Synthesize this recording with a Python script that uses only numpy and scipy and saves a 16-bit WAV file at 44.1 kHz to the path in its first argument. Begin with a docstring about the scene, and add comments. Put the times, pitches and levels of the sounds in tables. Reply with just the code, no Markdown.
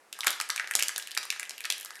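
"""Peeling a stiff wrapper

Hands peel a thin stiff wrapper off a ball on a wooden table in a small quiet room, over a steady hush.
The wrapper snaps for a few milliseconds at a time: resonant noise bursts make a panel pop and a bright tick.
Soft thuds, single smooth pulses, accompany some snaps, and tiny decaying sine crackles fill the gaps.
A wall answers with smeared echoes, the table top rings in sine modes, and a noise tail is the room."""
import sys
import numpy as np
from scipy import signal
from scipy.fft import rfft, irfft, next_fast_len
from scipy.io import wavfile

SR = 44100
rng = np.random.default_rng(int(sys.argv[2]) if len(sys.argv) > 2 else 0)


def unload_audio(sound):
    """Save the sound as a 16-bit wav file, at the path given as the first command line argument."""
    columns = np.transpose(np.atleast_2d(sound))
    # keep every value between -1 and 1, then stretch to whole-number steps
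    steps = np.round(np.clip(columns, -1, 1) * 32767)
    wavfile.write(sys.argv[1], SR, steps.astype(np.int16))


N = 88200  # samples, two seconds

# Spectrum of the hush as heard through the microphone.
# Each row: frequency in Hz, relative density in dB per Hz.
HUSH_SPECTRUM = [(25, -34), (200, -10), (450, 1), (1900, -3), (3200, -13), (11000, -15), (15000, -30)]
# Loudness of the fine crackle over time.
# Each row: time in seconds, base level in dB.
CRACKLE_LEVEL = [(.11, -85), (.14, -46.5), (.8, -42), (1.7, -46), (2, -43)]
# Snaps of the wrapper, some strong echoes of snaps, and a second pitch within one snap.
# Each row: time in seconds, pop level in dB, pop pitch in Hz, tick level in dB, tick pitch in Hz.
SNAP_EVENTS = [(0.1277, -36, 3250, -35.5, 7400), (0.1895, -39.5, 1230, -37, 10600),
               (0.2067, -29.5, 3680, -32.5, 7800), (0.2329, -31, 2140, -47, 8300),
               (0.2387, -36, 2510, -42.5, 10010), (0.2454, -34, 1220, -34.5, 7200),
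               (0.2654, -36.5, 1540, -31, 8510), (0.2687, -21.5, 2090, -21.5, 6940),
               (0.2704, -29, 1670, -19, 10700), (0.2735, -24.5, 1435, -32, 4680),
               (0.2793, -25.5, 3500, -34, 6400), (0.281, -26, 3330, -42, 6190),
               (0.2937, -32.5, 2370, -51, 7900), (0.3051, -33.5, 3680, -24.5, 11300),
               (0.329, -36, 3650, -39, 8200), (0.334, -41, 3580, -53, 8300), (0.4007, -30, 1330, -27, 4500),
               (0.412, -30, 2330, -27.5, 7540), (0.49, -48, 2420, -35.5, 10100),
               (0.4974, -32, 1330, -44.5, 4530), (0.5017, -32, 1880, -22.5, 4500),
               (0.561, -33, 1610, -29, 6600), (0.5778, -28.5, 2400, -39, 8400),
               (0.597, -24, 1850, -36.5, 5830), (0.6437, -36, 1760, -66, 7300),
               (0.6739, -37.5, 1910, -38, 4750), (0.6923, -69, 1860, -54, 9410),
               (0.711, -26.5, 1835, -28.5, 10100), (0.7373, -37, 2560, -35, 5400),
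               (0.7527, -34, 2870, -15.5, 7350), (0.762, -52, 2730, -26.5, 5660),
               (0.7906, -28.5, 2010, -36.5, 5660), (0.7933, -39, 2610, -29.5, 6280),
               (0.7962, -29.5, 2740, -26.5, 9700), (0.8063, -28.5, 2610, -45, 7350),
               (0.8248, -24, 2700, -20, 7350), (0.833, -31.0, 2850, -31, 10300),
               (0.883, -35, 3340, -23, 7600), (0.8925, -31.5, 1710, -41, 6800),
               (0.961, -51, 3700, -28.5, 4480), (0.9798, -34.5, 1720, -24.5, 10200),
               (0.9976, -37, 2820, -43, 7650), (1.0244, -54, 3200, -36.5, 4670),
               (1.0725, -37.5, 2920, -38, 8800), (1.109, -42, 3250, -41, 11170),
               (1.116, -44, 3450, -35.5, 4500), (1.1497, -39.5, 3180, -36, 9200),
               (1.1674, -31.5, 1860, -50, 6330), (1.175, -25.5, 2480, -21, 4450),
               (1.23, -43.5, 1190, -36, 4640), (1.2348, -43, 3080, -41, 7600),
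               (1.253, -43.5, 1230, -37, 9100), (1.3031, -26.5, 2550, -24, 4950),
               (1.3247, -34, 1980, -38.5, 7250), (1.362, -45.5, 1300, -47, 5000),
               (1.3965, -32, 2020, -29.5, 7570), (1.4301, -32.0, 2330, -38.5, 9600),
               (1.453, -44.5, 2720, -49, 7600), (1.4947, -56, 4160, -32.5, 5800),
               (1.5076, -42, 2500, -37, 5400), (1.5801, -40.5, 2690, -39.5, 11600),
               (1.6057, -37, 2330, -36, 10400), (1.64, -38, 4090, -45, 6840),
               (1.646, -33.5, 1820, -48, 8400), (1.6524, -47, 2570, -30.5, 4400),
               (1.6544, -31, 2520, -36.5, 6980), (1.7013, -28.5, 2440, -27, 8300),
               (1.7018, -23.5, 3450, -25.5, 5300), (1.7235, -29, 3260, -29.5, 7900),
               (1.734, -52, 3260, -49, 7800), (1.7807, -53, 3650, -36.5, 11000),
               (1.799, -50, 2410, -38, 11100), (1.8102, -63, 3200, -35.5, 10700),
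               (1.8295, -45, 3180, -43, 9600), (1.8483, -44.5, 1244, -32, 11700),
               (1.8587, -45.5, 3570, -40.5, 5400), (1.906, -42, 1480, -40.5, 5500),
               (1.9552, -46, 2100, -43.5, 8150)]
# Early reflections.
# Each row: delay in seconds, level in dB.
WALL_ECHOES = [(.0055, -21), (.0083, -12.5), (0.0097, -31.5)]
# How long the room tail lasts at each pitch.
# Each row: frequency in Hz, time to fall 60 dB in seconds.
ROOM_DECAY = [(300, 0.27), (1500, 0.49), (6000, 0.37), (14000, 0.27)]
# Tone of the room tail.
# Each row: frequency in Hz, relative level in dB.
ROOM_COLOUR = [(300, 10.5), (1500, -0.5), (6000, -0.5), (14000, -3)]
# Ringing modes of the table top.
# Each row: frequency in Hz, level in dB.
TABLE_MODES = [(1264, -23), (1633, -25), (2015, -26)]
# Soft low thuds that accompany some of the snaps.
# Each row: start in seconds, level in dB.
THUD_EVENTS = [(0.2708, -27.5), (0.4019, -48), (0.5013, -46), (0.6437, -44), (0.7526, -30), (0.824, -36),
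               (0.961, -42), (1.1757, -38.5), (1.4291, -46.5), (1.5079, -44), (1.701, -38.5),
               (1.8491, -53.5)]
# Frequency response of the microphone.
# Each row: frequency in Hz, gain in dB.
MIC_RESPONSE = [(25, -40), (200, -20), (380, -6), (700, 0.5), (12000, -1), (15000, -14), (16700, -28.5)]

HUSH_DB = -54.5  # rms level ahead of the microphone
CRACKLE_COUNT, CRACKLE_SPREAD_DB = 950, 3
CRACKLE_HZ, CRACKLE_OCTAVES = 4470, 1.373  # middle pitch, and the furthest a pitch strays from it
CRACKLE_CYCLES = 3.46  # a crackle's envelope peaks at half this many cycles
RISE_S, POP_T60_S, TICK_T60_S = 0.00053, 0.0075, 0.0071  # attack time constant, and 60 dB decays
SPIKE, SPIKE_S = 3.04, 0.0007  # one spike over the burst's noise, and its delay
EVEN = 0.92  # how far a burst's ragged spectrum is evened out, 0-1
POP_Q, POP_SKIRT_DB = 3.6, 2  # sharpness of a pop, and the broad noise around it
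TICK_Q, TICK_SKIRT_DB = 0.94, -7
ROOM_DB, ROOM_RISE_S = -7, 0.0012  # energy of the tail, and its rise time constant
TABLE_T60_S = 0.26
PUSH_S = 0.000073  # time constant of a thud's pulse
THUD_ROOM_DB = -1.5  # a thud stirs the room less than a snap does
ANSWERS = 6  # room answers that the snaps take turns through
TOP_HZ = 16800  # band limit of the microphone


def amp(db):
    """dB to gain."""
    return 10 ** (np.asarray(db) / 20)


def unit(x):
    """Each row to rms 1."""
    return x / np.sqrt(np.mean(x ** 2, -1, keepdims=True) + 1e-20)


def unit_burst(x):
    """Each row to the energy of 4 ms at rms 1."""
    return unit(x) * np.sqrt(0.004 * SR / x.shape[-1])


def along(points, hz):
    """Read a curve of (Hz, value) points on a log frequency axis."""
    f, value = np.transpose(points)
    return np.interp(np.log(hz + 1), np.log(f + 1), value)


def filtered(x, response):
    """Rows of x shaped by a complex response of frequency."""
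    n = x.shape[-1]
    padded = next_fast_len(2 * n)
    spectrum = rfft(x, padded) * response(np.fft.rfftfreq(padded, 1 / SR))
    return irfft(spectrum, padded)[..., :n]


def resonance(f, hz, q):
    """Causal band-pass of peak 1, as of a single damped resonator."""
    damping = 1j * f * hz / q
    return damping / (hz * hz - f * f + damping)


def placed(seconds, rows):
    """Sum of short sounds starting at their times."""
    at = np.round(seconds * SR).astype(int)[:, None] + np.arange(rows.shape[1])
    return np.bincount(at.ravel(), rows.ravel(), N + SR)[:N]


def hush():
    """The steady floor of room and microphone: shaped noise."""
    def response(f):
        # the microphone's curve is taken out here because record() applies it
        return amp(along(HUSH_SPECTRUM, f) - along(MIC_RESPONSE, f))
    return amp(HUSH_DB) * unit(filtered(rng.standard_normal(N), response))


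def crackles():
    """Tiny random ticks: sines of a few cycles that swell and die, mostly near the base level."""
    start = rng.uniform(0, N / SR, CRACKLE_COUNT)
    stray = rng.standard_normal((CRACKLE_COUNT, 1)).clip(-1, 1)
    hz = CRACKLE_HZ * 2 ** (CRACKLE_OCTAVES * stray)
    base_db = np.interp(start, *np.transpose(CRACKLE_LEVEL))[:, None]
    extra_db = CRACKLE_SPREAD_DB * rng.random((CRACKLE_COUNT, 1)) ** 2
    cycles = hz * np.arange(256) / SR
    envelope = cycles * np.exp(-2 * cycles / CRACKLE_CYCLES)
    return placed(start, amp(base_db + extra_db) * np.sin(2 * np.pi * cycles) * envelope)


def burst(count, t60, hz, q, skirt_db):
    """Noise with one spike rises at once and dies fast, heard through a resonance."""
    t = np.arange(1024) / SR
    envelope = (1 - np.exp(-t / RISE_S)) ** 2 * amp(-60 * t / t60)
    noise = rng.standard_normal((count, len(t)))
    noise[:, round(SPIKE_S * SR)] = SPIKE * np.sign(noise[:, 0])
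    # half the envelope goes on before the evening, half after
    spectrum = rfft(np.sqrt(envelope) * noise)
    even_spectrum = spectrum / (abs(spectrum) + 1e-9) ** EVEN
    even = np.sqrt(envelope) * irfft(even_spectrum)

    def response(f):
        skirt = amp(skirt_db) * resonance(f, hz, q / 3) ** 2
        return resonance(f, hz, q) ** 2 + skirt
    return unit_burst(filtered(even, response))


def snaps():
    """Each row of the snap table sounds as a pop and a bright tick together; returns starts and sounds."""
    time, pop_db, pop_hz, tick_db, tick_hz = np.transpose(SNAP_EVENTS)[:, :, None]
    count = len(SNAP_EVENTS)
    pops = amp(pop_db) * burst(count, POP_T60_S, pop_hz, POP_Q, POP_SKIRT_DB)
    ticks = amp(tick_db) * burst(count, TICK_T60_S, tick_hz, TICK_Q, TICK_SKIRT_DB)
    return time[:, 0] - SPIKE_S / 2, pops + ticks


def room_tail():
    """Noise in which each frequency dies at its own speed; total energy 1."""
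    hz, t, bands = signal.stft(rng.standard_normal(SR // 2), SR, nperseg=128)
    colour_db = along(ROOM_COLOUR, hz)[:, None]
    decay_db = -60 * t / along(ROOM_DECAY, hz)[:, None]
    tail = signal.istft(bands * amp(colour_db + decay_db), SR, nperseg=128)[1]
    tail = tail * (1 - np.exp(-np.arange(len(tail)) / SR / ROOM_RISE_S)) ** 2
    return tail / np.linalg.norm(tail)


def table_ring(length):
    """The table top's modes: sines at random phase, dying together."""
    t = np.arange(length) / SR
    ring = np.zeros(length)
    for hz, db in TABLE_MODES:
        mode = np.sin(2 * np.pi * (hz * t + rng.random())) * amp(-60 * t / TABLE_T60_S)
        ring += amp(db) * mode / np.linalg.norm(mode)
    return ring


def wall_echoes(length):
    """Early echoes, each smeared by rough walls into a short scrap of noise."""
    delay, db = np.transpose(WALL_ECHOES)
    smear = unit(rng.standard_normal((len(delay), 70))) / np.sqrt(70)  # energy 1 each
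    return placed(delay, amp(db)[:, None] * smear)[:length]


def room(x):
    """The surroundings' answer to x: tail, table ring and echoes, drawn afresh on each call."""
    tail = room_tail()
    answer = amp(ROOM_DB) * tail + table_ring(len(tail)) + wall_echoes(len(tail))
    return signal.fftconvolve(x, answer)[:N]


def thuds():
    """Soft low thuds along with some of the snaps: one smooth one-sided pulse each."""
    start, db = np.transpose(THUD_EVENTS)
    u = np.arange(1024) / SR / PUSH_S
    pulse = unit_burst(u * np.exp(-u))
    return placed(start, amp(db)[:, None] * pulse)


def scene():
    """Snaps take turns through six randomly drawn room answers, so the tails vary."""
    floor = hush()
    groups = [crackles()]
    start, rows = snaps()
    groups += [placed(start[k::ANSWERS], rows[k::ANSWERS]) for k in range(ANSWERS)]
    peeling = sum(x + room(x) for x in groups)
    thud = thuds()
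    thudding = thud + amp(THUD_ROOM_DB) * room(thud)
    return (peeling + thudding + floor)[None]


def record(dry):
    """A small microphone: thin bass, falling top, nothing above its band limit."""
    return filtered(dry, lambda f: amp(along(MIC_RESPONSE, f)) * (f < TOP_HZ))


dry = scene()
out = record(dry)
unload_audio(out)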